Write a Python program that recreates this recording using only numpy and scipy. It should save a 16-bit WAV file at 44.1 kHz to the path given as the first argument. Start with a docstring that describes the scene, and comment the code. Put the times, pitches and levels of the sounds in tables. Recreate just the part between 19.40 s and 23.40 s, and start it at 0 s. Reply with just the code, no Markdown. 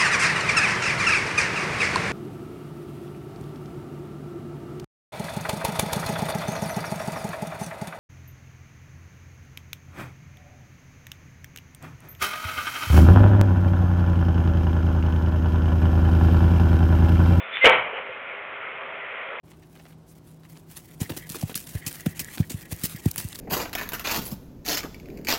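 """Outdoors on frozen, gritty ground: two heavy ropes are whipped down in turn.
Each landing loop gives a low thump that falls in pitch and a crunch of gravel and ice; thrown grit
patters down after it. Feet shuffle before the first blow. The ropes drag over the grit and their
twisted fibres rasp. Light wind and a faint far hum lie underneath."""
import sys
import numpy as np
from scipy import signal
from scipy.io import wavfile
from scipy.ndimage import map_coordinates

SR = 44100
rng = np.random.default_rng(int(sys.argv[2]) if len(sys.argv) > 2 else 0)


def file_out(sig):
    """Save sig as 16-bit WAV at sys.argv[1]."""
    # one column per channel
    cols = np.atleast_2d(sig).T
    # limit, then scale
    lim = np.clip(cols, -1, 1)
    pcm = np.round(lim * 32767).astype(np.int16)
    wavfile.write(sys.argv[1], SR, pcm)


N = 176400
TIME_S = np.arange(N) / SR

# Spectra. Each row: frequency in Hz, relative density in dB.
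WIND_SPECTRUM = [(25, -23), (45, -1.5), (70, -4), (110, -1), (160, -3), (210, -5.5), (300, -1.5),
                 (400, -15.5), (750, -15.5), (1800, -31.5), (6000, -37), (15000, -49)]
GRIT_SPECTRUM = [(500, -4), (1200, -1), (2200, 3), (4000, -2), (5400, -1.5), (7500, -0.5), (11000, 1.5),
                 (15500, 1)]
SCUFF_SPECTRUM = [(300, 7), (1000, -2.5), (2500, -2.5), (5000, -14), (15000, -24)]
ICE_SPECTRUM = [(500, -21), (1200, -12.5), (2200, -1.5), (4000, -6.5), (5400, -1), (7500, -3.5), (11000, 0),
                (15500, -0.5)]
GRAVEL_SPECTRUM = [(200, 10), (400, 8), (650, -4), (1200, -8), (2000, -7), (4000, -12), (15000, -45)]
SWING_SPECTRUM = [(40, 7), (90, 8), (200, 6.5), (400, -1), (1000, -15.5), (3000, -94.5), (15000, -58)]
SPRAY_SPECTRUM = [(2000, -21), (6000, -7), (11000, -6.5), (15500, -3)]
# Ropes lifted off the grit. Each row: time in seconds, relative level in dB.
DRAG_CURVE = [(.04, -67.5), (.2, -71), (.5, -60.5), (.56, -79), (.7, -70), (.8, -70.5), (.9, -64),
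              (.95, -70), (1.07, -70), (1.11, -57), (1.18, -61), (1.25, -73.5), (1.31, -54.5), (1.39, -53),
              (1.46, -57), (1.52, -58), (1.58, -55)]
# Loose grit while the ropes swing. Each row: time in seconds, relative level in dB.
PATTER_CURVE = [(1.58, -65), (1.66, -51.5), (1.86, -51.5), (2.05, -51), (2.25, -55), (2.42, -51),
                (2.55, -44), (2.62, -51.5), (2.76, -51.5), (2.94, -44.5), (3.07, -54.5), (3.15, -45),
                (3.23, -56), (3.38, -49), (3.6, -49), (3.74, -49.5), (3.86, -53), (4, -45.5)]
# Fibre resonances. Each row: frequency in Hz, width in Hz, relative level in dB.
FIBRE_MODES = [(1700, 34, -5.5), (1897, 40, -3), (1980, 186, 0), (2270, 120, -14.5), (3180, 140, -12)]
# Swells. Each row: centre in seconds, level in dB, half length in seconds.
FIBRE_RUBS = [(1.5, -59.5, 0.029), (1.655, -47, 0.02), (1.83, -50, 0.051), (2.37, -49.5, 0.014),
              (2.44, -48.5, 0.03), (2.575, -59.5, 0.11), (2.73, -53.5, 0.11), (2.87, -49, 0.044),
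              (2.94, -56, 0.017), (3.035, -47.5, 0.011), (3.18, -52.5, 0.021), (3.255, -53, 0.028),
              (3.375, -57, 0.023), (3.565, -46.5, 0.016), (3.645, -50.5, 0.028), (3.85, -52, 0.027),
              (3.93, -57, .02)]
SCUFFS = [(0.114, -58, 0.037), (0.24, -52.5, 0.015), (.365, -53.5, 0.021), (.405, -50.5, 0.012),
          (.462, -53, .01), (.51, -54, 0.026), (1.051, -56.5, 0.022), (1.169, -49, 0.0087),
          (1.354, -74, .06)]
SLEEVE_BRUSHES = [(0.698, -58, 0.019)]
WIND_PUFFS = [(1.3, -62, 0.25), (1.8, -50, 0.044), (2.83, -51, 0.075)]
# Chips landing close by. Each row: start in seconds, peak in dB, band centre in Hz.
CHIP_LANDINGS = [(0.235, -50, 4500), (1.173, -40, 5000), (1.604, -26, 8600), (1.772, -27, 7900),
                 (1.9, -20, 6260), (1.9208, -22.5, 8800), (2.015, -25, 8040), (2.1441, -20.5, 3020),
                 (2.155, -15, 8000), (2.4654, -17, 7100), (2.528, -23.5, 9800), (2.6075, -24, 11300),
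                 (2.7945, -16, 6000), (2.8014, -16.5, 8000), (2.821, -30, 10000), (2.846, -21.5, 6600),
                 (2.9809, -23.5, 2460), (3.103, -18.5, 6000), (3.364, -25.5, 9100), (3.396, -29, 10000),
                 (3.4368, -15.5, 8000), (3.711, -24.5, 10600), (3.7138, -14.5, 9000), (3.7599, -12, 12100),
                 (3.7605, -25.5, 1410), (3.7795, -17, 7000), (3.803, -27, 1620), (3.823, -28, 12000),
                 (3.844, -26, 12100), (3.887, -25, 10000), (3.929, -24.5, 2780), (3.957, -23.5, 5700)]
# Rope crushing grit. Each row: start in seconds, ice and gravel levels in dB,
# then attack, hold and release in seconds.
GRIT_CRUSHES = [(1.593, -34, -34, 0.02, 0.0048, 0.017), (1.689, -43.5, -34.5, 0.01, 0.0064, 0.024),
                (1.76, -34.5, -43, 0.0088, 0.0022, 0.016), (1.89, -38.5, -51, 0.0022, .003, 0.046),
                (1.941, -37.5, -34, 0.0044, 0.022, 0.0041), (2.007, -38, -47.5, 0.0044, 0.0035, 0.009),
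                (2.0244, -34.5, -32, 0.0014, 0.0017, 0.0052), (2.094, -48.5, -37.5, 0.001, 0.017, 0.0096),
                (2.1506, -33, -53.5, 0.0025, .013, 0.032), (2.283, -39.5, -68, 0.0073, 0.0022, 0.016),
                (2.342, -43, -38, 0.0073, .004, .009), (2.462, -30, -45, 0.0017, 0.018, 0.012),
                (2.654, -36.5, -25.5, 0.0096, 0.003, 0.0027), (2.793, -25, -42.5, 0.0012, 0.0046, 0.011),
                (2.972, -44.5, -41.5, 0.0031, 0.037, 0.0057), (3.094, -29, -38, 0.0054, 0.0022, 0.011),
                (3.116, -33.5, -42, 0.0018, 0.0035, 0.0092), (3.303, -33.5, -35.5, 0.019, 0.007, 0.0056),
                (3.4342, -28.5, -45.5, 0.0011, 0.023, 0.0089), (3.551, -44, -65, 0.013, 0.0026, 0.0066),
                (3.652, -33, -40.5, 0.0056, 0.0012, 0.0036), (3.7786, -23.5, -38, 0.0011, .002, 0.004),
                (3.784, -32.5, -41, .003, 0.012, 0.032), (3.941, -38.5, -46, 0.012, 0.0017, 0.0045),
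                (3.984, -38.5, -45, .005, 0.0075, .015)]
# Loops landing. Each row: start in seconds, envelope peak in dB, initial pitch in Hz, rise in seconds.
LOOP_LANDINGS = [(1.6153, -14.5, 179, 0.0028), (1.708, -26, 187, 0.0054), (1.773, -36, 198, 0.0023),
                 (1.904, -31, 222, 0.0028), (1.946, -30.5, 1410, 0.00094), (1.957, -30.5, 480, 0.0011),
                 (2.0278, -27.5, 770, 0.0012), (2.0337, -15, 200, 0.0042), (2.096, -28.5, 825, 0.00057),
                 (2.157, -30, 217, 0.0028), (2.3504, -19, 173, 0.0061), (2.467, -25, 200, 0.0038),
                 (2.6631, -13.5, 284, 0.0055), (2.665, -26.5, 420, 0.0022), (2.809, -29, 228, 0.0025),
                 (3.0013, -8.5, 193, 0.0039), (3.107, -29.5, 354, 0.0024), (3.1426, -20, 178, 0.0047),
                 (3.323, -23, 167, 0.0055), (3.3225, -31, 700, 0.0015), (3.4392, -17, 204, 0.0019),
                 (3.546, -28, 218, 0.0042), (3.657, -26.5, 790, 0.00072), (3.6583, -19, 368, 0.003),
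                 (3.6601, -9.5, 195, 0.0049), (3.781, -29.5, 216, 0.0042), (3.847, -23, 190, 0.006)]


def from_db(db):
    return 10 ** (np.asarray(db) / 20)


def unit_rms(x):
    return x / np.sqrt(np.mean(x ** 2) + 1e-20)


def white():
    return rng.standard_normal(N)


def band(x, low_hz, high_hz):
    sos = signal.butter(2, [low_hz, min(high_hz, .47 * SR)], "band", fs=SR, output="sos")
    return signal.sosfilt(sos, x + 1e-18)


def resonate(x, hz, width_hz):
    """One resonance, rms 1."""
    r = np.exp(-np.pi * width_hz / SR)
    return unit_rms(signal.lfilter([1, 0, -1], [1, -2 * r * np.cos(2 * np.pi * hz / SR), r * r], x))


def curve_gain(rows, fade_s=0.0067):
    """Gain along a level curve, fading beyond its ends."""
    times_s, db = np.transpose(rows)
    outside_s = np.abs(TIME_S - np.clip(TIME_S, times_s[0], times_s[-1]))
    return from_db(np.interp(TIME_S, times_s, db)) * np.exp(-outside_s / fade_s)


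def swells(rows):
    """Sum of bell-shaped gains."""
    return sum(from_db(db) * np.exp(-np.minimum(((TIME_S - centre_s) / half_s) ** 2, 20))
               for centre_s, db, half_s in rows)


def flutter(rate_hz, depth_db):
    """Randomly wandering gain."""
    knots = rng.standard_normal(2000)
    return from_db(depth_db * np.interp(TIME_S * rate_hz, np.arange(len(knots)), knots))


def coloured(spectrum, source):
    """Weighted half-octave bands, fed in rotation by three draws of the source; rms 1."""
    hz, db = np.transpose(spectrum)
    edges_hz = 24 * 2 ** np.arange(0, 10, .5)
    out, feeds = 0, [source(), source(), source()]
    for k, (low, high) in enumerate(zip(edges_hz, edges_hz[1:])):
        if high > hz[0]:
            band_db = np.interp(np.log(low * high) / 2, np.log(hz), db)
            out = out + from_db(band_db) * band(feeds[k % len(feeds)], low, high)
    return unit_rms(out)


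def wind(steady_db=-52.5, swing_db=-52.5):
    """Low wind, more once the ropes swing."""
    swinging = np.interp(TIME_S, [1.25, 1.7], [0, 1])
    stirred = swinging * from_db(swing_db) * coloured(SWING_SPECTRUM, white)
    return from_db(steady_db) * coloured(WIND_SPECTRUM, white) + stirred


def hum(base_hz=157.6, waver_hz=2.5, level_db=-52.5):
    """Far tone, wavering in pitch and level."""
    hz = base_hz + waver_hz * (flutter(8.3, depth_db=4) - 0.5)
    tone = np.sin(2 * np.pi * np.cumsum(hz) / SR)
    return from_db(level_db) * unit_rms(tone * flutter(21, depth_db=4))


def grains(spectrum, per_s, spread_db):
    """Tiny random fractures of uneven size."""
    hits = rng.random(N) < per_s / SR
    sizes = hits * from_db(spread_db * np.minimum(rng.exponential(1, N), 4))
    return ground_bounce(coloured(spectrum, lambda: sizes * white() * flutter(40, depth_db=2.25)))


def ground_bounce(x, gain=0.31, typical_lag_s=0.001107):
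    """Add the reflection off hard ground; the lag wanders as contact moves along the rope."""
    lag_s = typical_lag_s * flutter(7, depth_db=2.5)
    reflected = map_coordinates(x, [(TIME_S - lag_s) * SR], order=3)
    return (x + gain * reflected) / np.hypot(1, gain)


def dragging(grit_trim_db=1):
    """Loose grit shifts under the ropes; twisted fibres rub as they flex."""
    grit = grains(GRIT_SPECTRUM, per_s=3500, spread_db=1) * flutter(70, depth_db=5)
    grit_gain = from_db(grit_trim_db) * (curve_gain(DRAG_CURVE) + curve_gain(PATTER_CURVE))
    modes = sum(from_db(db) * resonate(white(), hz, width_hz) for hz, width_hz, db in FIBRE_MODES)
    rasp = unit_rms(modes) * flutter(160, depth_db=4)
    return grit_gain * grit + swells(FIBRE_RUBS) * rasp


def shuffles():
    """Feet and rope scuff; a sleeve brushes the jacket."""
    cloth = swells(SLEEVE_BRUSHES) * unit_rms(band(white(), 5000, 11500))
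    return swells(SCUFFS) * grains(SCUFF_SPECTRUM, per_s=1400, spread_db=5.5) + cloth


def chips(decay_s=.0007, edge_ratio=1.7):
    """Each chip of ice or stone lands with one short tick."""
    out, t = np.zeros(N), np.arange(SR // 50) / SR
    for start_s, db, hz in CHIP_LANDINGS:
        burst = rng.standard_normal(len(t)) * np.exp(-t / decay_s)
        tick = band(burst, hz / edge_ratio, hz * edge_ratio)
        i = int(start_s * SR)
        out[i:i + len(t)] += (from_db(db) * tick / np.abs(tick).max())[:N - i]
    return out


def gusts():
    """Soft, deep puffs of wind."""
    return swells(WIND_PUFFS) * unit_rms(band(white(), 45, 120))


def crunches(spray_re_ice_db=-29.5, spray_rise_s=0.032):
    """Ice and gravel break under the rolling rope; a thin spray of grit follows."""
    ice_power, gravel_power, spray_power = np.zeros((3, N))
    for start_s, ice_db, gravel_db, attack_s, hold_s, release_s in GRIT_CRUSHES:
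        t = np.maximum(TIME_S - start_s, 0)
        release = np.exp(-np.clip((t - attack_s - hold_s) / release_s, 0, 20))
        press = np.minimum(t / attack_s, 1) ** 2 * release
        ice_power += (from_db(ice_db) * press) ** 2
        gravel_power += (from_db(gravel_db) * press) ** 2
        flight = np.minimum(t / spray_rise_s, 20)
        spray_power += (from_db(ice_db + spray_re_ice_db) * flight ** 2 * np.exp(2 - 2 * flight)) ** 2
    ice = np.sqrt(ice_power) * grains(ICE_SPECTRUM, per_s=9000, spread_db=3)
    gravel = np.sqrt(gravel_power) * grains(GRAVEL_SPECTRUM, per_s=2500, spread_db=4)
    crush = (ice + gravel) * flutter(300, depth_db=3)
    spray = np.sqrt(spray_power) * grains(SPRAY_SPECTRUM, per_s=3000, spread_db=2.5)
    return crush + spray


def thumps(fall_s=.017, sharpness=1.33):
    """Each landing is a pulse of a few cycles; pitch drops as the loop flattens."""
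    out, t = np.zeros(N), np.arange(SR // 10) / SR
    for start_s, db, hz, rise_s in LOOP_LANDINGS:
        cycles = hz * fall_s * (1 - np.exp(-t / fall_s))
        envelope = (t / rise_s * np.exp(1 - t / rise_s)) ** sharpness
        pulse = -from_db(db) * envelope * np.sin(2 * np.pi * cycles)
        i = int(start_s * SR)
        out[i:i + len(t)] += pulse[:N - i]
    return out


def snowbank_echo(x, level_db=-36.5, t60_s=0.087, delay_s=.012, top_hz=2540):
    """Weak, dull scatter from the snowbanks."""
    t = np.arange(SR // 2) / SR
    tail = band(rng.standard_normal(len(t)), 90, top_hz) * from_db(-60 * t / t60_s) * (t > delay_s)
    passband_norm = np.sqrt(SR / 2 / top_hz / np.sum(tail ** 2))
    return from_db(level_db) * passband_norm * signal.fftconvolve(x, tail)[:N]


def scene():
    """Ropes, ground and open air; mono."""
    blows = thumps() + crunches() + chips()
    return (blows + snowbank_echo(blows) + dragging() + shuffles() + wind() + hum() + gusts())[None]


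def record(dry):
    """Quick fade-in, low cut, high cut."""
    low_cut_hz, high_cut_hz = 40, 16000
    fade_in = np.interp(TIME_S, [.03, .038], [.02, 1])
    highpass = signal.butter(2, low_cut_hz, "high", fs=SR, output="sos")
    lowpass = signal.ellip(10, .2, 80, high_cut_hz, fs=SR, output="sos")
    return signal.sosfilt(lowpass, signal.sosfilt(highpass, dry * fade_in))


dry = scene()
out = record(dry)
file_out(out)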